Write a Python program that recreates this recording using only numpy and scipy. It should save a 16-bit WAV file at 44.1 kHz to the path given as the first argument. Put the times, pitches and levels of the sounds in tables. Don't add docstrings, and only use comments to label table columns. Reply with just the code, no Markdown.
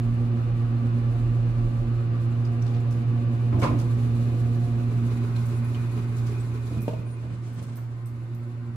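import sys
import numpy as np
from scipy import signal
from scipy.fft import rfft, irfft, next_fast_len
from scipy.io import wavfile

SR = 44100
rng = np.random.default_rng(int(sys.argv[2]) if len(sys.argv) > 2 else 0)


def dump(signal):
    limited = np.clip(np.atleast_2d(signal).T, -1, 1)
    pcm = np.round(limited * 32767).astype(np.int16)
    wavfile.write(sys.argv[1], SR, pcm)


N = 386307
TIME = np.arange(N) / SR
HALF_OPEN_S = 5.04
STREAM_FOLLOWS = 0.86
BASS_LEAD_RAD = 0.27

# (time [s], hum [dB], octave [dB])
FAN_LEVEL = [(0.2, -23.5, -35), (1.3, -23, -38), (2.0, -24, -40.5), (3.2, -23, -37), (4.2, -23, -37),
             (5.1, -24, -34.5), (6.2, -26, -43), (7.0, -31.5, -50.5), (7.7, -34, -52), (8.3, -32.5, -50),
             (8.7, -32.5, -44.5)]
# (frequency [Hz], left minus right [dB])
BALANCE = [(110, -3), (220, -3), (400, -0.5), (700, -0.5), (4000, -0.1), (9000, -1)]
# (frequency [Hz], density [dB])
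RATTLE = [(700, -21), (1400, 5.5), (1800, -3), (2400, -2.5), (3300, -4.5), (5000, -7.5), (8000, -14.5),
          (11000, -17), (15000, -47)]


def fan_hum(hum_hz=118.1, sag_hz=0.65):
    # (harmonic [number], level [dB])
    overtones = [(3, -61), (4, -63.5)]
    pitch = hum_hz - sag_hz * car_moving()
    phase, hz = 2 * np.pi * np.cumsum(pitch) / SR, pitch.mean()
    hum_db, octave_db = in_time(FAN_LEVEL)
    hum_db = hum_db - hump(3.68, 17, 0.016)
    hum = (1 + 0.057 * flutter(8.4, 3.6)) * tone(phase + 0.027 * flutter(10, 2.2), hz)
    octave = (1 + 0.4 * flutter(3.2, 7.5)) * tone(2 * phase + 0.39 * flutter(6.1, 4.4), 2 * hz)
    lifts_db = hump(8.48, 14.5, 0.28), 0
    upper = sum(from_db(db + lift_db) * tone(k * phase, k * hz)
                for (k, db), lift_db in zip(overtones, lifts_db))
    upper *= fan_gain(0, follows=0.6) * (1 + 0.21 * flutter(1.4, 5.7))
    return from_db(hum_db) * hum + from_db(octave_db) * octave + upper


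def fan_air():
    # (frequency [Hz], density [dB])
    stream = [(250, -16), (420, 2), (540, 3.5), (700, 1), (950, -1.5), (1200, -1), (1800, -5.5), (2200, -6),
              (2700, -8), (3300, -15), (4500, -17.5), (7000, -34.5), (15000, -51)]
    # (frequency [Hz], width [Hz], lift [dB])
    grille = [(482, 36, 10), (559, 30, 8), (704, 15, 10), (808, 84, 4.5), (1177, 98, 9), (1650, 110, 2.5),
              (2540, 300, 3), (3940, 1400, 3), (6360, 820, 5)]
    # (frequency [Hz], width [Hz], lift [dB])
    corridor = [(1120, 470, 5.5), (1510, 24, 9.4)]
    opening = door_open()
    closed = np.sqrt(1 - opening) * fan_gain(-45.5, STREAM_FOLLOWS) * noise(stream, grille)
    opened = np.sqrt(opening) * fan_gain(-46, STREAM_FOLLOWS) * noise(stream, corridor)
    return closed + opened


def panel_drone():
    # (frequency [Hz], density [dB])
    drone = [(38, -6), (50, -5), (100, 3.5), (128, 10), (148, -4.5), (205, -13), (232, 2), (260, -10.5),
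             (345, -6), (430, -16), (700, -25)]
    # (frequency [Hz], width [Hz], lift [dB])
    panels = [(83.6, 2.8, 2.5), (176, 28, 11), (273.2, 25, 11.5), (301, 4.8, 7.5), (349, 28, 7),
              (389.4, 6.2, 7.5)]
    return fan_gain(-35.5, follows=1) * noise(drone, panels)


def fan_whines(waver=0.003):
    # (frequency [Hz], relative level [dB])
    whines = [(1922, -76), (2509, -74.5), (2923, -76.5), (3590, -79), (3898, -82), (4210, -80), (4900, -83)]
    phase_per_hz = 2 * np.pi * np.cumsum(1 + waver * flutter(0.79, 6)) / SR
    tones = sum(from_db(db) * tone(hz * phase_per_hz, hz, lead_rad=0.73) for hz, db in whines)
    return fan_gain(-4, STREAM_FOLLOWS) * tones


def hiss():
    # (frequency [Hz], density [dB])
    spectrum = [(1500, -13.5), (3900, 9.5), (5400, 2.5), (6500, 4.5), (8500, 2.5), (10200, 2.5),
                (13700, -5.5), (15000, -26)]
    gain = np.hypot(fan_gain(-64.5, follows=0.5), door_running() * from_db(-60.5))
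    return gain * from_db(1.85 * flutter(2.2, 12)) * noise(spectrum)


def door_thuds(clang_db=-33):
    # (time [s], level [dB])
    knocks = [(3.527, -27), (3.546, -26.5), (3.584, -26), (3.613, -33), (3.669, -27), (3.712, -25.5),
              (6.709, -31)]
    # (frequency [Hz], density [dB])
    spectrum = [(35, -19), (75, 0), (120, 8.5), (180, -2), (290, 0), (350, -8), (430, -15), (700, -15.5),
                (1500, -35)]
    out = np.zeros((2, N))
    for s, db in knocks:
        thud = burst(spectrum, t60=0.32, rise_s=0.0015, tail_db=-11, tail_t60=0.99)
        add(out, s, from_db(db) * (thud + from_db(clang_db) * steel_clang()))
    return out


def door_latch(rattle_lead_s=0.0073, rattle_peak_s=3.64, fall_db_per_s=295):
    # (time [s], level [dB])
    contacts = [(3.623, -26), (3.637, -26.5), (3.648, -30), (3.664, -30.5), (3.682, -35)]
    out = np.zeros((2, N))
    add(out, 3.526, from_db(-40) * steel_clang())
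    for s, db in contacts:
        rattle = burst(RATTLE, t60=0.085, rise_s=0.00064, tail_db=-10.5, tail_t60=0.34)
        rattle_db = -35.5 - fall_db_per_s * abs(s - rattle_peak_s)
        add(out, s - rattle_lead_s, from_db(rattle_db) * rattle)
        add(out, s, from_db(db) * steel_clang())
    return out


def steel_clang(rise_s=0.00079):
    # (frequency [Hz], density [dB])
    steel = [(200, -11), (315, 9), (420, -4), (540, 8), (760, -4.5), (1050, -1.5), (1400, -9), (1800, -13),
             (2500, -17), (8000, -41)]
    # (frequency [Hz], width [Hz], lift [dB])
    hook = [(1040, 70, 9), (1225, 70, 8), (2260, 160, 6), (2700, 200, 5)]
    # (frequency [Hz], relative level [dB], t60 [s])
    modes = [(237, -12, 0.7), (297, -8, 0.6), (345, -9, 0.7), (479, -18, 0.7), (671, -21, 0.8),
             (719, -21, 0.7), (1034.5, -11, 0.24), (1093, -16, 0.36), (1197, -16, 0.3), (1356, -17, 0.25),
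             (2226, -17, 0.15), (2476, -23, 0.2)]
    blow = burst(steel, t60=0.13, rise_s=0.00033, tail_db=-12.5, tail_t60=0.84, peaks=hook)
    t = np.arange(SR // 2) / SR
    panel = np.zeros_like(blow)
    for hz, db, t60 in modes:
        phase, lead_rad = rng.normal(0, [np.pi, 0.5])
        panel += from_db(db - 60 * t / t60) * tone(2 * np.pi * hz * t + phase, hz, lead_rad)
    return from_db(1.5) * blow + from_db(-3) * panel * (1 - np.exp(-t / rise_s))


def door_rollers(level_db=-50, sweep_lift_db=2):
    # (frequency [Hz], density [dB])
    rolling = [(250, 4.5), (410, 3.5), (540, -18), (1050, -7), (1800, -15.5), (4200, -24), (9000, -32)]
    # (frequency [Hz], width [Hz], lift [dB])
    track = [(413, 33, 11), (1160, 120, 5), (2430, 400, 5)]
    opening = door_open()
    speed = 4 * opening * (1 - opening)
    gain = door_running() * from_db(level_db + sweep_lift_db * speed + 5 * flicker(1.4, 16))
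    return gain * noise(rolling, track)


def floor_shake(easing_db=5):
    # (frequency [Hz], density [dB])
    spectrum = [(25, -6), (45, -8), (70, -2), (120, -8)]
    return door_running() * from_db(-40.5 - easing_db * door_open()) * noise(spectrum)


def door_stop(hangers_db=-27):
    # (time [s], level [dB])
    contacts = [(6.879, -24.5), (6.909, -34), (6.934, -33)]
    # (frequency [Hz], density [dB])
    spectrum = [(60, -16), (150, 3.5), (280, 0), (420, -6), (600, -4), (780, -17.5), (1050, -15),
                (1500, -29), (2700, -25), (5000, -38), (10000, -45)]
    # (frequency [Hz], width [Hz], lift [dB])
    rings = [(170, 16, 8), (458, 50, 7), (645, 100, 9), (910, 60, 8)]
    out = np.zeros((2, N))
    for s, db in contacts:
        bump = burst(spectrum, t60=0.09, rise_s=0.0005, tail_db=-14.5, tail_t60=1.0, peaks=rings)
        hangers = burst(RATTLE, t60=0.13, rise_s=0.0003, tail_db=-16, tail_t60=0.27)
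        add(out, s, from_db(db) * (bump + from_db(hangers_db) * hangers))
    return out


def drive_belt(hz=2460, width_hz=55):
    singing = ramp(4.75, 0.6) * (1 - ramp(6.98, 0.53))
    whine = np.array([flutter(hz, width_hz) for channel in range(2)])
    return singing * from_db(-62.5 + 4 * flicker(5.6, 4)) * whine


def roller_squeaks(waver=0.0085):
    # (time [s], length [s], pitch [Hz], level [dB])
    squeaks = [(5.528, 0.085, 9250, -61), (5.73, 0.12, 2430, -55), (6.393, 0.038, 8100, -55.5),
               (7.042, 0.072, 9200, -65), (7.088, 0.084, 9100, -60)]
    out = np.zeros((2, N))
    unsteady = 1 + waver * flutter(30, 60)
    for s, length, hz, db in squeaks:
        n = int(length * SR)
        phase = 2 * np.pi * hz * np.cumsum(unsteady[int(s * SR):][:n]) / SR
        add(out, s, from_db(db) * np.hanning(n) * tone(phase, hz, lead_rad=1))
    return out


def gear_ticks():
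    # (time [s], level [dB], ringing [Hz])
    ticks = [(2.449, -52.5, 5070), (2.619, -54.5, 5700), (2.803, -63, 7200), (5.359, -48.5, 4040),
             (5.746, -50, 3000)]
    return light_contacts(ticks, t60=0.12, rise_s=0.00046, ring_db=13)


def ride_rumble(hz=35.6, brake_s=0.86, halt_s=1.82, fall_db_per_s=34):
    level_db = -45.5 + 5 * ramp(brake_s, 0.25) - fall_db_per_s * np.maximum(TIME - halt_s, 0)
    phase = 2 * np.pi * hz * TIME + 0.46 * flutter(2.5, 1.9)
    return from_db(level_db) * (1 + flutter(2.8, 5)) * tone(phase, hz)


def rail_rub():
    # (frequency [Hz], density [dB])
    spectrum = [(560, -2), (800, 3.5), (940, -14.5), (1180, 3), (1500, -5.5), (2200, -19.5),
                (4800, -29), (6000, -37.5)]
    return car_moving() * from_db(-56 + 6.5 * flicker(5, 5.5)) * noise(spectrum)


def footsteps():
    # (time [s], level [dB])
    steps = [(6.764, -29), (6.986, -33), (7.225, -33.5), (7.297, -30), (7.566, -45), (7.61, -37.5),
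             (7.691, -40)]
    # (frequency [Hz], density [dB])
    spectrum = [(35, -23), (80, 11), (130, 1.5), (220, 7.5), (330, -12), (520, -13), (750, -29),
                (1500, -28)]
    out = np.zeros((2, N))
    for s, db in steps:
        add(out, s, from_db(db) * burst(spectrum, t60=0.23, rise_s=0.0039, tail_db=-15.5, tail_t60=0.78))
    return out


def shuffle():
    # (frequency [Hz], density [dB])
    spectrum = [(150, 6), (300, -4.5), (600, -14.5), (1500, -20.5), (4000, -28.5), (9000, -32),
                (14000, -60)]
    return hump(7.55, from_db(-46.5), 0.35) * from_db(2.5 * flutter(4.6, 14)) * noise(spectrum)


def rustles():
    # (time [s], level [dB], centre [Hz])
    scuffs = [(2.660, -44, 3870), (2.735, -44, 2490), (2.904, -48.5, 6030), (3.588, -42.5, 6500),
              (3.783, -42.5, 6100), (5.452, -47, 8100), (6.159, -48, 6700), (6.262, -46, 5460),
              (6.805, -46, 12000), (7.228, -39, 490), (7.465, -59, 11000), (7.528, -55, 11000),
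              (7.595, -42, 540), (7.616, -51, 8800), (7.77, -43.5, 850)]
    return light_contacts(scuffs, t60=0.14, rise_s=0.013, ring_db=-1)


def clinks(ring_db=10, width_hz=450, range_hz=(8200, 13900)):
    # (time [s], level [dB])
    touches = [(5.645, -46), (6.826, -43), (7.757, -46), (7.766, -43), (8.058, -47), (8.068, -48.5),
               (8.347, -49.5)]
    # (frequency [Hz], density [dB])
    spectrum = [(2500, -24), (5500, -6), (9000, -10), (10700, -7), (13400, -6), (14400, -1), (15600, -17)]
    out = np.zeros((2, N))
    for s, db in touches:
        rings = [(hz, width_hz, ring_db) for hz in rng.uniform(*range_hz, 3)]
        clink = burst(spectrum, t60=0.0085, rise_s=0.0009, tail_db=-11.5, tail_t60=0.24, peaks=rings)
        add(out, s, from_db(db) * clink)
    return out


def fan_gain(db, follows):
    fan_db = in_time(FAN_LEVEL)[0]
    return from_db(db + follows * (fan_db - np.median(fan_db)))


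def car_moving():
    return 1 - ramp(2.2, 0.9)


def door_open(sweep_s=0.18):
    return .5 + .5 * np.tanh((TIME - HALF_OPEN_S) / sweep_s)


def door_running(start_s=3.36, stop_s=6.65, nearing_db_per_s=1.5):
    running = ramp(start_s, 0.36) * (1 - ramp(stop_s, 0.67))
    return running * from_db(nearing_db_per_s * (TIME - HALF_OPEN_S))


def light_contacts(rows, t60, rise_s, ring_db, grain_db=3):
    out = np.zeros((2, N))
    for s, db, hz in rows:
        colour = [(hz / 4, -10), (hz / 2, -5), (hz, 0), (2 * hz, -10), (4 * hz, -25)]
        contact = burst(colour, t60, rise_s, tail_db=-16, tail_t60=0.43, peaks=[(hz, 0.13 * hz, ring_db)])
        add(out, s, from_db(db) * contact)
    return out * from_db(grain_db * flicker(60, 90))


def burst(spectrum, t60, rise_s, tail_db, tail_t60, peaks=()):
    t = np.arange(SR // 2) / SR
    decay = from_db(-60 * t / t60) + from_db(tail_db - 60 * t / tail_t60)
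    return noise(spectrum, peaks, size=len(t)) * decay * (1 - np.exp(-t / rise_s))


def noise(spectrum, peaks=(), size=N, apart_hz=452):
    n = next_fast_len(size, real=True)
    f = np.arange(n // 2 + 1) * SR / n
    db = at_hz(spectrum, f) + sum(lift / (1 + (2 * (f - hz) / width) ** 2) for hz, width, lift in peaks)
    low_cut = 1 / (1 + (spectrum[0][0] / (1.5 * f + 1)) ** 4)
    high_cut = 1 / (1 + (f / (2 * spectrum[-1][0])) ** 4)
    mid, side = rfft(rng.standard_normal((2, n))) * from_db([wall_ripple(f), wall_ripple(f)])
    alike = .98 / (1 + (f / apart_hz) ** 6)
    sides = np.array([[1], [-1]])
    pair = np.sqrt(1 + alike) * mid + np.sqrt(1 - alike) * side * sides
    pair *= from_db(sides * at_hz(BALANCE, f) / 2) * np.exp(-.5j * sides * BASS_LEAD_RAD)
    return rms_one(irfft(pair * from_db(db) * low_cut * high_cut, n)[:, :size])


def wall_ripple(f, depth_db=4, spacing_hz=21.336, above_hz=240):
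    grid = np.arange(int(SR / 2 / spacing_hz) + 2) * spacing_hz
    heights = np.resize(rng.standard_normal(4096), len(grid))
    return depth_db * np.interp(f, grid, heights) * f ** 2 / (f ** 2 + above_hz ** 2)


def tone(phase, hz, lead_rad=BASS_LEAD_RAD):
    sides = np.array([[1], [-1]])
    return np.sqrt(2) * np.cos(phase - sides * lead_rad / 2) * from_db(sides * at_hz(BALANCE, hz) / 2)


def flutter(rate_hz, width_hz):
    n = next_fast_len(N, real=True)
    f = np.arange(n // 2 + 1) * SR / n
    band = np.exp(-.5 * ((f - rate_hz) / width_hz) ** 2)
    return rms_one(irfft(rfft(rng.standard_normal(n)) * band, n)[:N])


def flicker(rate_hz, width_hz):
    return 2 * np.tanh(flutter(rate_hz, width_hz) / 2)


def ramp(start_s, length_s):
    return np.clip((TIME - start_s) / length_s, 0, 1)


def hump(s, height, half_s):
    return height * np.exp(-((TIME - s) / half_s) ** 2)


def in_time(rows):
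    s, *columns = np.transpose(rows)
    return [np.interp(TIME, s, column) for column in columns]


def at_hz(points, hz):
    f, value = np.transpose(points)
    return np.interp(np.log(hz + 1), np.log(f), value)


def from_db(db):
    return 10 ** (np.asarray(db) / 20)


def rms_one(x):
    return x / np.sqrt(np.mean(x ** 2) + 1e-20)


def add(out, s, sound):
    start = int(np.clip(s * SR, 0, N - 1))
    out[:, start:start + sound.shape[1]] += sound[:, :N - start]


def scene():
    fan = fan_hum() + fan_air() + panel_drone() + fan_whines()
    knocks = door_thuds() + door_latch() + door_stop() + gear_ticks()
    sliding = door_rollers() + floor_shake() + drive_belt() + roller_squeaks()
    ride = ride_rumble() + rail_rub()
    walking = footsteps() + shuffle() + rustles() + clinks()
    return fan + hiss() + knocks + sliding + ride + walking


def record(dry, cutoff_hz=15600):
    return signal.sosfilt(signal.ellip(10, .1, 80, cutoff_hz, fs=SR, output="sos"), dry)


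dry = scene()
out = record(dry)
dump(out)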